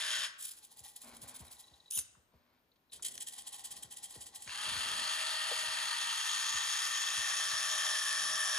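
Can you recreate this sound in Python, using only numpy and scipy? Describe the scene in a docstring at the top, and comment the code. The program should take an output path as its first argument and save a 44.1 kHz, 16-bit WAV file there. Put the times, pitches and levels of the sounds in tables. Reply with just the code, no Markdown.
"""Small robot arm moving a ball

A small robot arm on a desk lowers itself, grips a table-tennis ball, lifts it and swings round.
The base servo whirs through rattling plastic gears, kicked 50 times a second by its driver.
The arm servos move in short chirring steps, with clicks, and the gripper's gears squeak on the ball.
The base board thuds softly; two close microphone ports listen in a quiet room."""
import sys
import numpy as np
from scipy import signal
from scipy.fft import rfft, irfft, next_fast_len
from scipy.io import wavfile
from scipy.ndimage import uniform_filter1d

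SR = 44100
rng = np.random.default_rng(int(sys.argv[2]) if len(sys.argv) > 2 else 0)


def unload_audio(sound):
    """Save the sound as a 16-bit wav file, at the path given as the first command line argument."""
    columns = np.transpose(np.atleast_2d(sound))
    # keep every value between -1 and 1, then stretch to whole-number steps
    steps = np.round(np.clip(columns, -1, 1) * 32767)
    wavfile.write(sys.argv[1], SR, steps.astype(np.int16))


N = 378378
T = np.arange(N) / SR  # time of each sample, in seconds
SIZE = next_fast_len(N + SR)  # room for a second of tail when filtering
HZ = np.arange(SIZE // 2 + 1) * SR / SIZE
TOP_HZ = 15300  # highest frequency that is kept
SPIN_UP_S, SPIN_DOWN_S = 0.11, 0.023  # base servo

# swings of the base servo, back and then round: start_s, stop_s, level_db [s, s, dB]
SWINGS = [(-0.2, 0.251, -35), (4.455, 8.7, -36)]
# speed of the base motor: time_s, rotor_speed_hz [s, Hz]
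ROTOR = [(0, 204.7), (.25, 202.3), (.36, 145), (4.45, 168.8), (4.7, 210.1), (5.3, 214.8), (6, 213.7),
         (6.7, 211), (7.4, 210), (8.55, 206.9)]
# motors holding the arm's weight: start_s, stop_s, level_db [s, s, dB]
HOLD = [(0.5, 1.88, -69.5), (3.12, 4.49, -64)]
# short steps of the arm servos, lowering and then lifting: time_s, level_db, length_s [s, dB, s]
STEPS = [(0.406, -58, 0.014), (0.413, -45.5, 0.033), (0.437, -46, 0.017), (0.455, -40.0, 0.008),
         (0.479, -45.5, 0.021), (0.518, -48, 0.02), (0.578, -57.5, 0.027), (0.643, -52.5, 0.02),
         (0.709, -58, 0.0081), (0.726, -58.5, 0.017), (0.785, -55.5, 0.026), (0.846, -52, 0.011),
         (0.86, -54, 0.0095), (0.88, -55.5, 0.051), (0.967, -50, 0.013), (1.03, -51.5, 0.029),
         (1.085, -55, 0.024), (1.155, -57.5, 0.032), (1.171, -53, 0.0068), (1.227, -48.0, 0.016),
         (1.29, -48.5, 0.019), (1.355, -50.5, 0.019), (1.401, -52, 0.021), (1.46, -57, 0.028),
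         (1.525, -52.5, 0.031), (1.601, -49, 0.017), (1.671, -68, 0.0081), (2.936, -50.5, 0.021),
         (2.96, -52, 0.015), (3.032, -41.0, 0.0089), (3.055, -33, 0.011), (3.072, -40, 0.013),
         (3.086, -38.5, 0.0062), (3.114, -51.5, 0.021), (3.161, -50.5, 0.032), (3.21, -43.5, 0.013),
         (3.22, -41.5, 0.011), (3.28, -42.5, 0.018), (3.334, -48, 0.016), (3.367, -52.5, 0.022),
         (3.388, -42.5, 0.01), (3.409, -51, 0.017), (3.477, -43, 0.015), (3.534, -47, 0.015),
         (3.551, -47.5, 0.018), (3.597, -51, 0.024), (3.653, -41, 0.016), (3.717, -44, 0.016),
         (3.773, -47.5, 0.017), (3.833, -43, 0.013), (3.921, -47, 0.016), (3.974, -46.5, 0.016),
         (4.043, -45.0, 0.022), (4.109, -50.5, 0.023), (4.154, -49.5, 0.022), (4.218, -46, 0.018),
         (4.269, -46.5, 0.014), (4.36, -43.5, 0.012), (4.436, -51, 0.044)]
# resonances of the gripper case: pitch_hz, width_hz, level_db [Hz, Hz, dB]
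GRIPPER = [(1500, 600, -28.5), (3000, 290, -13), (3700, 320, -11), (5100, 470, -14.5), (6200, 240, -6.5),
           (7020, 370, -9), (7800, 300, -7.5), (8700, 266, 1), (9520, 335, -5), (10360, 690, -3),
           (11300, 560, -3.5), (13250, 760, -8)]


def undb(db):
    """Decibels to gain."""
    return 10 ** (np.asarray(db) / 20)


def curves(rows):
    """The columns of a table, joined by straight lines in time."""
    s, *columns = np.transpose(rows)
    return [np.interp(T, s, column) for column in columns]


def during(rows):
    """One while a table lasts, with soft edges."""
    inside = (T >= rows[0][0]) & (T <= rows[-1][0])
    return uniform_filter1d(1. * inside, size=400)


def runs(rows, attack_s, release_s):
    """Gain of (start, stop, dB) rows: each rises, holds and dies away."""
    gain = np.zeros(N)
    for start, stop, db in rows:
        rise = 1 - np.exp(-np.maximum(T - start, 0) / attack_s)
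        fall = np.exp(-np.maximum(T - stop, 0) / release_s)
        gain += undb(db) * rise * fall
    return gain


def walk(rate):
    """Random wander with a spread near one, turning at most this many times a second."""
    points = rng.standard_normal(8192)
    return np.interp(T * rate, np.arange(len(points)), points) * np.sqrt(3 / 2)


def add(out, s, sound):
    """Mix a sound in at a time."""
    i = int(s * SR)
    out[i:i + len(sound)] += sound


def resonances(modes, column=0):
    """Power response of steep-sided resonances; column picks which level to use."""
    return sum(undb(m[2 + column]) ** 2 / (1 + ((HZ - m[0]) / m[1]) ** 2) ** 2 for m in modes)


def slope(points):
    """Power response through (Hz, dB) points."""
    hz, db = np.transpose(points)
    return undb(np.interp(np.log(HZ + 1), np.log(hz), db)) ** 2


def ring(x, power):
    """Causal filter with this power response; white noise keeps its level."""
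    # folding the cepstrum forward in time makes the filter respond only after each blow
    cepstrum = irfft(np.log(power / power.mean() + 1e-12) / 2, SIZE)
    cepstrum[1:SIZE // 2] *= 2
    cepstrum[SIZE // 2 + 1:] = 0
    response = np.exp(rfft(cepstrum))
    return irfft(rfft(x, SIZE) * response, SIZE)[:N]


def teeth(phase, rate, scatter_db, bunching):
    """Tiny impacts of gear teeth, uneven in size and bunched once a rotor turn."""
    chance = rate / SR * np.exp(bunching * np.cos(phase))
    struck = rng.random(N) < chance
    hits = struck * rng.choice([-1, 1], N) * undb(scatter_db * rng.standard_normal(N))
    return hits / hits.std()


def crack(db, hz, width, t60):
    """A brief burst of noise, dying by 60 dB in t60 seconds, heard through one resonance."""
    t = T[:SR // 4]
    b, a = signal.iirpeak(hz, hz / width, fs=SR)
    blow = rng.standard_normal(len(t)) * np.exp(-np.log(1000) * t / t60)
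    sound = signal.lfilter(b, a, signal.lfilter(b, a, blow))
    return sound / np.abs(sound).max() * undb(db)


def room_air():
    """Spectrum of the still room: shaped noise with a thin, high hiss riding on the room air."""
    # still room: pitch_hz, level_db [Hz, dB per Hz]
    still = [(18, -27), (30, 0), (552, -15.5), (1030, -12), (3940, -12.5), (8530, -25), (10200, -17),
             (11500, -40), (15000, -64.5), (22000, -120)]
    hiss = slope(still) + resonances([(13560, 210, -4.0)])
    return rfft(ring(rng.standard_normal(N), hiss), SIZE) * undb(-73.5 - 5.5)


def room(x, early_db=-12, late_db=-13.5):
    """Spectrum of scattered echoes from the desk, then the room's tail, which loses its treble first."""
    # echo bands: pitch_hz, time_to_fall_60_db_s, level_db [Hz, s, dB]
    bands = [(150, 0.56, 0), (701, 1, -5.5), (1486, 0.72, 1), (2910, 0.66, -5.5), (5500, 0.45, 1),
             (8000, 0.54, -7.5), (11000, .2, -2), (15000, .15, -12.5)]
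    t = T[:SR * 3 // 4]
    early_noise, late_noise = rng.standard_normal((2, len(t)))
    hz = np.fft.rfftfreq(len(t), 1 / SR)
    place = np.interp(hz, [band[0] for band in bands], np.arange(len(bands)))
    late = np.zeros(len(t))
    for k, (_, t60, db) in enumerate(bands):
        part = irfft(rfft(late_noise) * np.maximum(1 - np.abs(place - k), 0), len(t))
        late += part * undb(db) * np.exp(-np.log(1000) * t / t60)
    late *= t > .008
    early = early_noise * np.exp(-t / 0.0033) * (t > .001)
    early = signal.lfilter(*signal.butter(2, 700, "high", fs=SR), early)  # small things scatter no bass
    response = undb(early_db) * early / np.linalg.norm(early)
    response += undb(late_db) * late / np.linalg.norm(late)
    return rfft(x, SIZE) * rfft(response, SIZE)


def rubbing():
    """Uneven stick and slip as the arm comes down and settles, perhaps a cable dragging along the box."""
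    # rubs: start_s, stop_s, level_db [s, s, dB]
    rubs = [(1.03, 1.14, -59.5), (1.225, 1.37, -61.5), (1.41, 1.52, -67), (2.31, 2.58, -77)]
    # resonances that the rubbing rings: pitch_hz, width_hz, level_db [Hz, Hz, dB]
    modes = [(245.5, 13, 10), (580, 75, -1.5), (942, 540, -3.5), (1350, 250, -9), (2240, 290, -5.5),
             (4000, 1200, -10)]
    phase = 2 * np.pi * np.cumsum(120 * (1 + 0.18 * walk(40))) / SR
    slips = teeth(phase, rate=2100, scatter_db=0.5, bunching=0.72)
    return ring(slips, resonances(modes)) * runs(rubs, attack_s=0.0076, release_s=0.041)


def board(high_hz=330, low_hz=58, fall_s=0.01174, peak_s=0.023, scatter=0.101):
    """Bending waves carry higher tones faster, so each thud falls in pitch; moving parts add a rumble."""
    # soft thuds in the base board: time_s, peak_level_db [s, dB]
    thud_rows = [(0.797, -63), (1.217, -56), (1.398, -50.5), (1.706, -63.5), (1.961, -54.5), (2.162, -65.5),
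                 (2.333, -63), (3.835, -61), (4.155, -56), (4.459, -59), (4.667, -54), (4.709, -55),
                 (4.751, -53), (5.659, -61), (6.535, -56), (7.167, -55), (7.518, -59)]
    # shudders as the arm shifts its weight: start_s, stop_s, level_db [s, s, dB]
    shudders = [(1.04, 1.25, -67), (2.92, 3.2, -68.5), (3.7, 3.87, -69), (4.15, 4.32, -71.5),
                (4.64, 4.82, -63.5), (4.85, 5.03, -60), (8.2, 8.35, -64)]
    # colour of the rumble: pitch_hz, level_db [Hz, dB]
    colour = [(25, -16), (55, 1.5), (80, 2.5), (130, -1), (220, 1.5), (340, -1), (700, -2), (1500, -13),
              (4000, -26.5)]
    swing_db, hold_db, jolt_db = -34, -10.5, -9.5  # rumble relative to swings, holding motors and thuds
    rest_db = -79.5  # rumble with the arm at rest
    t = T[:SR // 4]
    swell = t / peak_s * np.exp((1 - (t / peak_s) ** 2) / 2)
    thuds, jolts = np.zeros(N), np.zeros(N)
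    # each thud takes its own path through the board
    paths = np.exp(scatter * rng.standard_normal(len(thud_rows)))
    for (s, db), path in zip(thud_rows, paths):
        phase = 2 * np.pi * np.cumsum(low_hz + high_hz * np.exp(-t / (fall_s * path))) / SR
        add(thuds, s, undb(db) * swell * np.sin(phase))
        add(jolts, s, undb(db + jolt_db) * swell)
    motors = undb(swing_db) * runs(SWINGS, SPIN_UP_S, SPIN_DOWN_S)
    motors += undb(hold_db) * runs(HOLD, attack_s=0.0087, release_s=0.31)
    shifting = runs(shudders, attack_s=0.0017, release_s=0.043)
    shake = np.sqrt(motors ** 2 + jolts ** 2 + shifting ** 2 + undb(rest_db) ** 2)
    return thuds + shake * ring(rng.standard_normal(N), slope(colour))


def clicks():
    """Slack taken up in a gear or joint, and the ticking of the closing fingers' gears."""
    # clicks: time_s, peak_level_db, pitch_hz, width_hz, time_to_fall_60_db_s [s, dB, Hz, Hz, s]
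    click_rows = [(0.408, -37, 9800, 8000, 0.014), (0.4505, -39, 9900, 8060, 0.012),
                  (0.4555, -37, 9900, 8060, 0.011), (.793, -39, 9000, 7030, .02),
                  (.841, -43, 9000, 7000, .03), (.962, -46, 9000, 7000, .02),
                  (1.219, -43, 9000, 7000, 0.032), (1.288, -40, 9000, 7000, .02),
                  (1.91, -24, 8440, 6040, 0.014), (1.974, -46.5, 1096, 2500, 0.06),
                  (1.9884, -41, 1900, 2500, 0.013), (1.995, -31, 6880, 4120, .015),
                  (2.149, -57, 1150, 900, 0.072), (2.339, -62, 504, 605, 0.054),
                  (2.716, -63, 4030, 700, .05), (2.759, -66, 3760, 3000, .05),
                  (2.897, -61, 3950, 500, 0.052), (2.92, -45.5, 3700, 1510, 0.28),
                  (2.995, -52.5, 1200, 900, 0.034), (3.024, -33, 7740, 4000, 0.033),
                  (3.049, -29, 8500, 7000, .02), (3.178, -27.5, 4500, 8550, 0.012),
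                  (4.157, -51, 395.5, 350.3, .04), (3.325, -52, 8010, 7000, .03),
                  (3.529, -50, 8000, 6980, .03), (3.644, -45, 8000, 7000, 0.028),
                  (3.762, -49, 8030, 7010, .03), (3.825, -44, 8050, 7000, .03),
                  (3.963, -50, 7990, 7000, .03), (4.208, -49, 8000, 7050, .03),
                  (4.348, -40, 8000, 8000, 0.047), (4.476, -34, 2593, 4000, 0.033),
                  (4.494, -36, 2580, 3970, 0.017), (5.511, -38.5, 490, 130, 0.05),
                  (5.514, -39, 695, 200, 0.036)]
    # ticks of the fingers' gears: time_s [s]
    tick_times = [1.478, 1.566, 1.638, 1.68, 1.737, 1.801, 1.857, 1.879]
    out = np.zeros(N)
    for s, db, hz, width, t60 in click_rows:
        add(out, s, crack(db, hz, width, t60))
    for s in tick_times:
        add(out, s, crack(db=-53, hz=3896, width=340, t60=0.038))
    return out


def holding(step_db=5, step_s=0.022):
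    """The loaded motors keep trembling and ring the arm's links, harder at every step."""
    # resonances of the arm's links: pitch_hz, width_hz, level_db [Hz, Hz, dB]
    links = [(818, 65, -0.5), (1071, 106, -9), (1935, 80, -5.5), (3270, 500, -14), (4000, 750, -7.5),
             (7160, 2800, -12.5), (10400, 1300, -17.5)]
    phase = 2 * np.pi * np.cumsum(400 * (1 + 0.28 * walk(30))) / SR
    stepping = np.zeros(N)
    strain = np.exp(-((T[:SR // 5] - .1) / step_s) ** 2)  # peaks 0.1 s in, so it is added 0.1 s early
    for s, *_ in STEPS:
        add(stepping, s - .1, strain)
    tremble = teeth(phase, rate=4200, scatter_db=0.5, bunching=.8)
    tremble = tremble * undb(2.8 * walk(35) + step_db * stepping)
    return ring(tremble, resonances(links)) * runs(HOLD, attack_s=0.19, release_s=0.049)


def squeak(flutter_db=3, count=10):
    """The gripper's gears squeal: pitch follows the closing speed and falls as the ball stalls the motor."""
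    # fingers closing on the ball: time_s, tooth_rate_hz, level_db, load_share [s, Hz, dB, 0-1]
    closing = [(1.915, 1150, -54.5, .2), (1.94, 1525, -42, .2), (1.957, 1750, -39.5, .1),
               (1.968, 1706, -37.5, .15), (1.975, 1458, -33, .7), (1.985, 1310, -35.5, 0.7),
               (1.995, 1100, -38, 0.9), (2.002, 1065, -46.5, 0.7), (2.018, 990, -58.5, .5)]
    hz, db, load = curves(closing)
    slip = .025 * walk(1500)  # the teeth catch unevenly, which makes the squeal a scrape
    phase = 2 * np.pi * np.cumsum(hz * (1 + slip)) / SR
    partials = np.zeros(N)
    for k in range(2, count + 1):
        strength = load if k % 2 else 1  # load brings out the odd harmonics
        tone = np.sin(k * phase + rng.uniform(0, 2 * np.pi))
        partials += strength * (k * hz < TOP_HZ) * tone * undb(flutter_db * walk(200))
    return ring(partials / 2 * undb(db) * during(closing), resonances(GRIPPER))


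def stepping_servo(steps, power, stall_hz, run_hz, bunching, whine,
                   rise=0.54, coast=1.0, inertia_s=0.0078, judder_db=2.5):
    """Each step starts abruptly and coasts down; gears judder, and chirr louder and higher with speed."""
    push, loudness = np.zeros(N), np.zeros(N)
    for s, db, length_s in steps:
        near = slice(max(int((s - .15) * SR), 0), int((s + .15) * SR))
        t = (T[near] - s) / length_s
        start = np.exp(-np.abs(t / rise) ** 2.6)
        coasting = 1 / (1 + (t / coast) ** 2) ** 2.5
        swell = np.where(t < 0, start, coasting)
        push[near] += np.sqrt(swell)
        loudness[near] += swell * undb(db) ** 2
    lag = np.exp(-1 / (inertia_s * SR))  # the rotor's inertia smooths its speed
    speed = signal.lfilter([1 - lag], [1, -lag], np.tanh(push))
    phase = 2 * np.pi * np.cumsum(stall_hz + run_hz * speed) / SR
    # tooth mesh: a bright buzz of many rotor harmonics
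    mesh = np.cos(12 * np.sin(phase) + 5 * np.sin(2 * phase + 1))
    gears = teeth(phase, rate=11000, scatter_db=2.0, bunching=bunching) + whine * mesh / mesh.std()
    level = np.sqrt(loudness / (1 + whine ** 2))
    return ring(gears * level * undb(judder_db * walk(220)), power)


def arm_servos():
    """Servos lowering, gripping and lifting, each ringing its own case."""
    # resonances of the arm servo cases: pitch_hz, width_hz, lowering_db, lifting_db [Hz, Hz, dB, dB]
    elbow = [(1910, 100, -25.5, -12), (3207, 237, -12, -4), (3750, 830, -10.5, -10), (5020, 1060, -14, -12),
             (6660, 1200, -12, -10), (7290, 270, -5, -5), (7980, 460, -2.5, 2.5), (9350, 440, -9.5, -4.5),
             (9940, 350, -1.5, -1.5), (11220, 1250, -5, -7), (13100, 630, -14, -13.5),
             (14350, 890, -9.5, -16.5)]
    # pushes of the gripper servo: time_s, level_db, length_s [s, dB, s]
    pushes = [(1.91, -40.5, .006), (1.923, -37, .012), (1.94, -42, .014), (1.96, -37, .014),
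              (1.975, -36, 0.0084), (1.991, -33, 0.011), (2.013, -42, .008)]
    lift_from_s = 2.5  # the arm lowers before this and lifts after it
    lowering = [row for row in STEPS if row[0] < lift_from_s]
    lifting = [row for row in STEPS if row[0] >= lift_from_s]
    down = stepping_servo(lowering, resonances(elbow, column=0),
                          stall_hz=246.6, run_hz=631, bunching=1.2, whine=0.3)
    up = stepping_servo(lifting, resonances(elbow, column=1),
                        stall_hz=240.8, run_hz=653, bunching=1.0, whine=0.24)
    grip = stepping_servo(pushes, resonances(GRIPPER),
                          stall_hz=246, run_hz=621, bunching=0.51, whine=0.31)
    return down + up + grip


def gear_whine(push, kick=0.022, flutter_db=2.5):
    """A meshing gear pair sings at a fixed ratio to the rotor, sagging with it."""
    # whine during the long swing: time_s, mesh_tone_db, its_octave_db [s, dB, dB]
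    mesh = [(4.55, -56.5, -58), (5.3, -64, -46.5), (6.2, -56, -47), (7, -75, -45), (8.6, -73, -43.5)]
    mesh_ratio = 4.33  # tooth contacts per rotor turn
    slack = .013 * walk(300)  # slack between the teeth roughens the tone
    phase = 2 * np.pi * np.cumsum(mesh_ratio * curves(ROTOR)[0] * (1 + kick * push + slack)) / SR
    tone = np.zeros(N)
    for k, db in enumerate(curves(mesh)):
        tone += undb(db + flutter_db * walk(110)) * np.sin((k + 1) * phase)
    return tone * during(mesh)


def flicker(x, depth_db=1.04, rate=28, count=14):
    """The whir's loudness wavers at random, separately in fourteen overlapping pitch bands."""
    # overlapping bands, evenly spaced in pitch from 1 to 11 kHz
    place = np.clip(np.log(HZ / 1000 + 1e-9) / np.log(11), 0, 1) * (count - 1)
    spectrum = rfft(x, SIZE)
    out = np.zeros(N)
    for k in range(count):
        band = irfft(spectrum * np.maximum(1 - np.abs(place - k), 0), SIZE)[:N]
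        out += band * undb(depth_db * walk(rate))
    return out


def base_drive(push, throb_db=-0.6, flutter_db=0.45, kick=0.0812):
    """The rotor speeds up at each pulse and coasts between: whine with 50 Hz sidebands over gear rattle."""
    # whine of the three-pole rotor: multiple_of_rotor_speed, level_db [times, dB]
    partials = [(3, -6.5), (4, -6.5), (6, -1.5), (9, -11), (12, -8), (15, -8.5), (16, -5), (18, -10),
                (21, -12)]
    unsteady = .006 * walk(120) + .004 * walk(25) + .004 * walk(7)  # the load varies as the gears turn
    phase = 2 * np.pi * np.cumsum(curves(ROTOR)[0] * (1 + kick * push + unsteady)) / SR
    whine = np.zeros(N)
    for k, db in partials:
        whine += undb(db) * np.cos(round(k) * phase + rng.uniform(0, 2 * np.pi))
    rattle = teeth(phase, rate=5000, scatter_db=3.0, bunching=.19)
    rattle = rattle * undb(0.87 * np.cos(2 * phase) + 0.5 * np.cos(3 * phase))
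    rattle = rattle * undb(2.5 * np.cos(6 * phase))  # the brushes cross six commutator gaps a turn
    # small teeth rattle above the whine
    rattle = signal.lfilter(*signal.butter(1, 750, "high", fs=SR), rattle)
    throb = undb(throb_db * push * .5 + flutter_db * walk(70))
    return flicker(0.23 * whine + 0.87 * rattle) * throb


def base_servo():
    """The case radiates the drive; other, brighter resonances face the listener as the arm turns."""
    # base gear case: pitch_hz, width_hz, back_db, setting_out_db, halfway_db, turned_round_db
    # [Hz, Hz, dB, dB, dB, dB]
    case = [(625, 46, -13, -11, -19, -24.5), (791, 57, -25, -12, -14.5, -22),
            (953, 110, -13, -10, -11, -19), (1150, 120, -13, -15, -11, -3), (1266, 85, -22, -3.5, -5, -5.5),
            (1540, 160, -2, -7, -8.5, -11), (1756, 135, -4.5, -9, -8.5, 3.5),
            (1967, 150, -2, -5.5, -5, -11.5), (2342, 146, -8, -9, -10, -9),
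            (2667, 99, -7, -4.5, -3.5, -6.5), (2792, 65, 0.5, 1, -6.5, -12.5),
            (3070, 130, -3, -4.5, -10.5, -5), (3360, 300, 0, -2, -1.5, -0.5),
            (3744, 250, -2, -11, -7, -7.5), (4400, 330, -6.5, -1, -4.5, -6), (5070, 194, -3, -10, -5, -11),
            (5590, 580, -8.5, -14.5, -8, 1.5), (5830, 62, -20, -13, -3, -4),
            (6640, 470, -8.5, -9, -2, -7.5), (6900, 120, -6, -12, -22, -3), (7540, 280, -9.5, -14, -19, -3),
            (8120, 310, -6.5, -4.5, -9, -19), (9100, 810, -9, -10.5, -7.5, -6),
            (10020, 410, -10, -12, -15, -1), (10960, 790, -12.5, -13, -18, -10.5),
            (12650, 590, -22, -21, -17.5, -17.5)]
    # heading of the arm: time_s, share_of_the_way_round [s, 0-1]
    heading = [(4.5, 0.08), (5.5, 0), (6.1, 0.19), (6.85, 0.49), (7.5, 0.72), (8.0, 0.86), (8.5, 0.96)]
    # low tones during the long swing: time_s, level_db [s, dB]
    low_tones = [(4.6, -2.5), (5.65, 3), (6.1, -11), (6.7, -5.5), (7.5, 7), (7.88, 12), (8.05, 2.5),
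                 (8.4, 12.5)]
    turned_db = 2.5  # gain once the arm has turned round
    frame = 2 * np.pi * 50 * T  # the driver's 50 pulses a second
    push = np.sin(frame) + np.sin(2 * frame) / 2 + np.sin(3 * frame) / 2
    drive = base_drive(push)
    bass_cut = 1 + (540 / (HZ + 1)) ** 16
    back, *sides = (ring(drive, resonances(case, column=k) / bass_cut) for k in range(4))
    turned = np.clip(curves(heading)[0] + 0.018 * walk(7.1), 0, 1)  # the arm sways as it goes
    # fade between the three sides as the arm turns
    turning = sum(side * np.maximum(1 - np.abs(2 * turned - k), 0) for k, side in enumerate(sides))
    turning = turning * undb(turned_db * turned)
    bass = signal.sosfiltfilt(signal.butter(6, 750, fs=SR, output="sos"), turning)
    turning = turning + (undb(curves(low_tones)[0]) - 1) * bass
    out = gear_whine(push)
    for swing, sound in zip(SWINGS, (back, turning)):
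        out = out + sound * runs([swing], SPIN_UP_S, SPIN_DOWN_S)
    return out


def scene():
    """Sources reach two ports; echoes and air differ between them, least in the bass and high treble."""
    # the two ports: pitch_hz, left_leads_rad, left_minus_right_db [Hz, rad, dB]
    ports = [(100, 0.5, 1), (610, 0, 2), (1180, 1.5, 5.5), (1660, 0, 3), (2450, 0.96, 1), (3300, 1.26, 2.5),
             (4600, 1.3, 2.5), (6200, 1, 0.5), (6980, -1, 3), (7940, -2, -3), (8120, -2.5, 2.5),
             (9570, -6, -2), (10050, -6.5, 0.5), (13000, -11, -0.5), (13600, -13, 0.5), (15040, -7.5, -2.5)]
    dry = rubbing() + board() + clicks() + holding() + squeak() + arm_servos() + base_servo()
    shared, apart = (room(dry) + room_air() for _ in range(2))
    # how far the ports differ: (Hz, dB)
    spread = np.sqrt(slope([(100, -7.5), (600, 0.0), (1500, 1.0), (5500, -8.5), (9000, -6.5), (14000, -8)]))
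    hz, lead, balance_db = np.transpose(ports)
    port = undb(np.interp(HZ, hz, balance_db) / 2)
    lag = np.exp(-1j * np.interp(HZ, hz, lead))
    common = rfft(dry, SIZE) + shared / np.sqrt(2)
    left = (common + spread * apart) * port
    right = (common - spread * apart) / port * lag
    return undb(-0.5) * irfft(np.array([left, right]), SIZE)[:, :N]


def record(dry):
    """The recorder cuts the top."""
    return signal.sosfilt(signal.ellip(8, .2, 70, TOP_HZ, fs=SR, output="sos"), dry)


dry = scene()
out = record(dry)
unload_audio(out)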